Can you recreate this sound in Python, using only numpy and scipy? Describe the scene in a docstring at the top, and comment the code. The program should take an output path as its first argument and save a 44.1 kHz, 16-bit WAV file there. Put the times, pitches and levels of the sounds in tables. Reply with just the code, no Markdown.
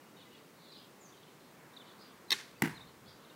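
"""Small birds chirp near and far over distant traffic, wind in trees and hiss, all shaped or banded noise;
the birds are gliding sines, partly scattered by the trees. A wooden longbow is then loosed on a lawn: the
arrow clatters past the stave as rasps and decaying modes, then thumps into a standing shield some ten metres
off, with cracks, ringing face modes and a brief panel boom. House walls and a fence scatter both back."""
import sys
import numpy as np
from scipy import signal
from scipy.fft import rfft, irfft
from scipy.io import wavfile
from scipy.ndimage import uniform_filter1d

SR = 44100
rng = np.random.default_rng(int(sys.argv[2]) if len(sys.argv) > 2 else 0)


def unload_wav(signal):
    """Save mono or channel-first audio to the path in sys.argv[1] as 16-bit WAV at rate SR, clipped to [-1, 1]."""
    wavfile.write(
        sys.argv[1],
        SR,
        np.round(np.clip(np.atleast_2d(signal).T, -1, 1) * 32767).astype(np.int16),
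    )


def ratio(d):
    """dB to gain"""
    e = np.asarray(d, float) / 20
    return 10 ** e


N = 147735  # samples


def add(out, start_s, sound):
    """Superposition: pressures sum, here from start_s on."""
    i = int(start_s * SR)
    out[i:i + len(sound)] += sound[:N - i]


def band(x, center_hz, octaves):
    """Band-pass filtering: a Gaussian weight on a log-frequency axis."""
    f = np.fft.rfftfreq(len(x), 1 / SR) + 1
    weight = np.exp(-.5 * (np.log2(f / center_hz) / octaves) ** 2)
    return irfft(rfft(x) * weight, len(x))


def walk(rate_hz):
    """Random modulation: held random values, smoothed twice, with a spread near 1."""
    hold = int(SR / rate_hz)
    steps = np.repeat(rng.standard_normal(N // hold + 1), hold)
    return 1.3 * uniform_filter1d(uniform_filter1d(steps, hold), hold)[:N]


def contour(table):
    """Amplitude envelope: the table's level in dB, interpolated over time."""
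    return np.interp(np.arange(N) / SR, *np.array(table).T)


def decay(t, t60_s):
    """Exponential damping: a fall of 60 dB in t60_s."""
    return np.exp(-np.log(1000) * t / t60_s)


def convolve(x, response):
    """Linear response: x heard through an impulse response."""
    return signal.fftconvolve(x, response)[:N]


# spectrum of traffic, leaves and hiss; only its shape counts, the sum is levelled afterwards
# columns: frequency_hz, relative_level_db (per Hz)
AIR_SPECTRUM = [(20, -22), (50, -16), (90, -10.5), (140, -1), (190, -0.5), (300, -1.5), (490, -4),
                (680, -9), (1100, -8.5), (1500, -13), (2200, -14.5), (2900, -19), (6000, -22.5),
                (11000, -25.5), (15700, -23), (16300, -59)]


def air():
    """Broadband noise: shaped noise in bands that swell together and flicker alone, steadier in the treble."""
    level_db, gust_db, flicker_db = -58, .4, 0.7  # the last two shrink above 1500 Hz
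    f = np.fft.rfftfreq(N, 1 / SR) + 1
    hz, db = np.array(AIR_SPECTRUM).T
    spectrum = ratio(np.interp(np.log(f), np.log(hz), db))
    noise = irfft(rfft(rng.standard_normal(N)) * spectrum, N)
    gust = walk(1.66)
    out = np.zeros(N)
    for center_hz in 20 * 2 ** np.arange(0, 10.5, .5):
        depth = min(1, 1500 / center_hz) ** .5
        swing_db = depth * (gust_db * gust + flicker_db * walk(8.7))
        out += ratio(swing_db) * band(noise, center_hz, 0.9)
    return ratio(level_db) * out / out.std()


# wind buffeting the microphone, before its random wavering
# columns: time_s, level_db
BUFFET_LEVEL = [(0, -83), (2.5, -72), (2.7, -58), (2.95, -65), (3.08, -58.5), (3.2, -67), (3.35, -80)]


def buffet():
    """Turbulent pressure: a low band of noise whose level follows the wind and wavers."""
    wind = band(rng.standard_normal(N), 69.6, 1.0)
    wind_db = contour(BUFFET_LEVEL) + 1.2 * walk(14)
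    return ratio(wind_db) * wind / wind.std()


# tyre roar of a car passing far off
# columns: time_s, level_db
CAR_LEVEL = [(0, -73), (1.4, -121), (1.6, -65), (2.1, -65), (2.6, -75), (3.35, -66)]


def car():
    """Rolling noise: a broad band of noise whose level falls and rises."""
    roar = band(rng.standard_normal(N), 1110, 0.57)
    return ratio(contour(CAR_LEVEL)) * roar / roar.std()


def chirp(length_s, start_hz, end_hz):
    """Frequency modulation: a sine of gliding pitch under a rounded envelope."""
    u = np.linspace(0, 1, max(int(length_s * SR), 8))
    pitch_hz = start_hz + (end_hz - start_hz) * u
    return np.sin(np.pi * u) ** 0.42 * np.sin(2 * np.pi * np.cumsum(pitch_hz) / SR)


# clear notes of near birds
# columns: start_s, length_s, start_hz, end_hz, level_db (direct sound)
NEAR_NOTES = [(.015, 0.022, 2840, 2850, -68), (.06, 0.035, 2850, 2870, -68), (.165, 0.011, 3800, 3750, -60),
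              (0.172, 0.031, 4360, 4300, -66), (.195, 0.016, 3640, 3280, -61),
              (0.213, 0.021, 3890, 3490, -58.5), (0.209, 0.022, 2970, 2900, -70),
              (0.256, 0.032, 2000, 2040, -62.5), (0.265, .02, 2930, 2970, -66),
              (.31, .08, 2900, 2820, -65.5), (0.323, 0.045, 2000, 2000, -65),
              (0.348, 0.013, 3380, 3370, -59.5), (0.6, .07, 3910, 3900, -69.5),
              (0.68, 0.06, 4170, 3920, -59), (.715, 0.027, 5000, 3540, -56.5),
              (0.749, 0.022, 4300, 3860, -56.5), (1.08, 0.031, 4600, 4700, -67),
              (1.124, 0.009, 3400, 3600, -59), (1.138, .012, 3270, 3150, -61),
              (1.164, 0.034, 4600, 4600, -71), (1.172, 0.0088, 4000, 3700, -61.5),
              (1.229, 0.013, 3800, 2970, -60), (1.275, .014, 3070, 3050, -63),
              (1.733, 0.014, 3400, 4200, -61), (1.764, 0.016, 4155, 3350, -47.5),
              (1.797, .02, 3660, 3440, -52), (1.808, 0.023, 3280, 2900, -61), (1.759, .03, 4430, 4500, -66),
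              (1.892, .025, 3640, 3320, -62), (2.281, 0.023, 4180, 3800, -58),
              (2.554, 0.026, 2600, 2600, -64.5), (2.58, 0.03, 4700, 4550, -65),
              (2.745, 0.024, 4130, 4210, -57), (2.766, 0.02, 4290, 3470, -51.5),
              (2.806, 0.0165, 3430, 4000, -51.5), (2.818, 0.0192, 3950, 3480, -54.5),
              (3.247, 0.0066, 4080, 3530, -58.5), (3.299, 0.0085, 3800, 3540, -57),
              (3.312, 0.013, 2800, 2780, -62)]
# fast twitter of farther birds
# columns: start_s, length_s, low_hz, high_hz, level_db (before the spread of the tweets and the path)
FAR_TWITTER = [(0.158, 0.086, 2676, 4300, -61.5), (0.296, 0.092, 2430, 5160, -63.5),
               (0.543, 0.21, 3510, 4500, -64), (0.707, 0.096, 3360, 5050, -57),
               (0.75, 0.07, 2720, 3260, -63), (1.081, 0.25, 2650, 4290, -68.5),
               (1.347, 0.17, 3310, 4490, -70.5), (1.545, 0.12, 1570, 2390, -67),
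               (1.819, 0.1, 2970, 4560, -62), (1.971, 0.056, 4150, 4820, -57),
               (2.003, 0.12, 2600, 3800, -65.5), (2.83, 0.069, 2980, 4300, -65),
               (3.042, 0.062, 3255, 5030, -58), (3.149, .2, 2660, 4460, -69)]
# one far bird's falling whistle
# columns: start_s, length_s, start_hz, end_hz, level_db (before the path)
FAR_WHISTLE = [(.99, .09, 7450, 5600, -59)]


def birds():
    """Direct and scattered sound: near notes come mostly direct, far twitter and whistle mostly off the trees."""
    tweets_per_s, tweet_s, glide, spread_db = 600, 0.011, 0.16, 5  # glide: largest share of the pitch
    near_to_trees_db, far_direct_db, trees_t60_s = -7.5, -10, 0.43
    near, far = np.zeros(N), np.zeros(N)
    for start_s, length_s, start_hz, end_hz, db in NEAR_NOTES:
        add(near, start_s, ratio(db) * chirp(length_s, start_hz, end_hz))
    for start_s, length_s, start_hz, end_hz, db in FAR_WHISTLE:
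        add(far, start_s, ratio(db) * chirp(length_s, start_hz, end_hz))
    for start_s, length_s, low_hz, high_hz, db in FAR_TWITTER:
        for place, height, bend, loudness in rng.random((int(length_s * tweets_per_s), 4)):
            hz = low_hz + (high_hz - low_hz) * height
            tweet = chirp(tweet_s, hz, hz * (1 + glide * (2 * bend - 1)))
            swell = np.sin(np.pi * place) ** .5  # tweets are loudest mid-swarm
            level = ratio(db + spread_db * (loudness - 1.5))
            add(far, start_s + length_s * place, level * swell * tweet)
    t = np.arange(SR // 3) / SR
    trees = rng.standard_normal(len(t)) * decay(t, trees_t60_s)
    trees = trees / np.sqrt(np.sum(trees ** 2))  # unit energy
    scattered = convolve(ratio(near_to_trees_db) * near + far, trees)
    return near + ratio(far_direct_db) * far + scattered


def ring(modes, length_s, contact_s, detune=0, flip=-1):
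    """Modal superposition: decaying sines swell over the contact time; mode k is weighted by flip ** k."""
    t = np.arange(int(length_s * SR)) / SR
    tune = 1 + detune * rng.standard_normal(len(modes))
    out = np.zeros(len(t))
    for k, (hz, db, t60_s) in enumerate(modes):
        out += flip ** k * ratio(db) * np.sin(2 * np.pi * hz * tune[k] * t) * decay(t, t60_s)
    return (1 - np.exp(-t / contact_s)) * out


def burst(decay_s):
    """Impulsive noise: a short splinter of white noise that falls by 1/e in decay_s."""
    return rng.standard_normal(600) * np.exp(-np.arange(600) / SR / decay_s)


# scatter from house walls and fence, per band
# columns: center_hz, after_bow_db, after_shield_db (both relative to the impact), t60_s
YARD_SCATTER = [(149, -47, -33, 0.56), (326, -46, -22.5, 0.21), (950, -49, -39, 1),
                (1845, -31, -28.5, 0.49), (3800, -33, -41.5, 0.6), (6060, -34.5, -43, 0.39),
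                (9800, -41.5, -43, 0.46), (15000, -50, -50, .25)]


def yard(column):
    """Diffuse reflection: makes lumpy noise echoes that swell after a gap, each band with its own decay."""
    delay_s, rise_s = 0.0013, 0.004
    t = np.arange(SR // 2) / SR
    rise = np.clip((t - delay_s) / rise_s, 0, 1)
    lumps = ratio(2.5 * walk(200)[:len(t)])  # dB, new values per second

    def echo():
        """Random scattering: a fresh noise under the same lumps."""
        noise = lumps * rng.standard_normal(len(t))
        out = np.zeros(len(t))
        for row in YARD_SCATTER:
            x = band(noise, row[0], 0.33)
            out += ratio(row[column]) * x / x.std() * decay(t, row[3])
        return rise * out
    return echo


# arrow knocking on string and stave
# columns: start_s, level_db, low_modes_db (relative to the high modes)
KNOCKS = [(2.3025, -44, 6), (2.3060, -21, -6), (2.3075, -41, 5), (2.3090, -34.5, -9), (2.3178, -20.5, 3),
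          (2.3195, -32, -2), (2.3215, -28, 8), (2.3238, -23, -8.5), (2.3255, -22, -1), (2.3270, -25, 2.5),
          (2.3295, -35.5, 14), (2.3335, -32.5, 6.5), (2.3385, -49, 4), (2.387, -47, 10), (2.3990, -47, 10)]
# modes of shaft and stave, before random detuning and the swell of the contact
# columns: pitch_hz, level_db (relative to the knock), t60_s
SHAFT_MODES = [(295, -25, 0.032), (409, -22, 0.085), (874, -25.5, 0.06), (1120, -21.5, 0.053),
               (1717, -10, 0.021), (2076, -9.5, 0.04), (2600, -7.5, 0.016), (3150, -13, 0.056),
               (3700, 2.5, 0.019), (4300, 4, .01), (5580, -4, 0.012), (6300, -11.5, 0.017),
               (8200, -14.5, 0.0085), (9050, -13.5, 0.013), (12000, -14, 0.014), (13100, -27, .01)]


def bow():
    """Impact excitation: each knock rings slightly detuned modes, adds a rasp and wakes the yard."""
    split_hz, ring_s, contact_s, detune = 2900, .12, 0.00066, .025  # detune: spread as a share of pitch
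    rasp_db, rasp_s = -10, 0.00073
    low = [mode for mode in SHAFT_MODES if mode[0] < split_hz]
    high = [mode for mode in SHAFT_MODES if mode[0] >= split_hz]
    out, echo = np.zeros(N), yard(column=1)
    for start_s, db, low_db in KNOCKS:
        high_ring = ring(high, ring_s, contact_s, detune)
        low_ring = ring(low, ring_s, contact_s, detune)
        add(out, start_s, ratio(db) * (high_ring + ratio(low_db) * low_ring))
        add(out, start_s, ratio(db + rasp_db) * burst(rasp_s))
        add(out, start_s, ratio(db) * echo())
    return out


# arrow in the shield, then the shield rattling on its prop
# columns: start_s, level_db
SHIELD_BLOWS = [(2.6205, -24), (2.62145, -15), (2.6240, -27), (2.6375, -31), (2.6420, -32), (2.6480, -32),
                (2.6565, -28), (2.6590, -32), (2.6630, -33), (2.6750, -31), (2.6810, -35), (2.6950, -37)]
# pushes that bend the whole panel
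# columns: start_s, level_db
PANEL_PUSHES = [(2.6223, -20.5), (2.638, -47), (2.655, -34), (2.6750, -33)]
# face of the shield under the point, before the contact swell and the slight taper over the modes
# columns: pitch_hz, level_db (relative to the blow), t60_s
FACE_MODES = [(840, -11, .014), (940, -5, .016), (1150, -7, .012), (1550, 3, .009), (1950, 8, .007),
              (2800, -6, .014), (3740, -16, .01), (4600, -16, .01), (5600, -12, .007), (7300, -9, .005),
              (10200, -10, .005), (11600, -9, .005), (15000, -8, .005)]
# whole panel of the shield, before the contact swell and the taper over the modes
# columns: pitch_hz, level_db (relative to the push), t60_s
PANEL_MODES = [(117, -19, 0.11), (159.6, -4.5, .16), (195.3, 2.5, 0.069), (217, -3.5, 0.17),
               (270, 2, 0.081), (331.6, -4, 0.17), (358, -8, .1)]


def shield():
    """Plate vibration: blows ring the face, crack and wake the yard; slower pushes make the panel boom."""
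    crack_db, crack_steep, crack_s = -4.5, 1.39, .0022  # steep: dB of crack per dB of blow
    face = ring(FACE_MODES, .06, .0008, flip=0.99)
    panel = ring(PANEL_MODES, .3, 0.0039, flip=0.93)
    out, echo = np.zeros(N), yard(column=2)
    for start_s, db in SHIELD_BLOWS:
        add(out, start_s, -ratio(db) * face)
        add(out, start_s, ratio(crack_steep * db + crack_db) * burst(crack_s))
        add(out, start_s, ratio(db) * echo())
    for start_s, db in PANEL_PUSHES:
        add(out, start_s, -ratio(db) * panel)
    return out


def scene():
    """Superposition of sources: air, wind, car and birds, then bow and shield, in one channel."""
    return (air() + buffet() + car() + birds() + bow() + shield())[None]


def low_pass(x):
    """Removes everything above the highest recorded frequency."""
    return signal.sosfilt(signal.butter(12, 16670, fs=SR, output="sos"), x)


def record(dry):
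    """Band limiting: a small microphone loses the deep bass and the very top."""
    low_cut = signal.butter(2, 108, "high", fs=SR, output="sos")  # Hz
    top_cut = signal.ellip(8, .2, 60, 16300, fs=SR, output="sos")  # ripple dB, rejection dB, Hz
    mic = signal.sosfilt(top_cut, signal.sosfilt(low_cut, dry))
    return low_pass(mic)


dry = scene()
out = record(dry)
unload_wav(out)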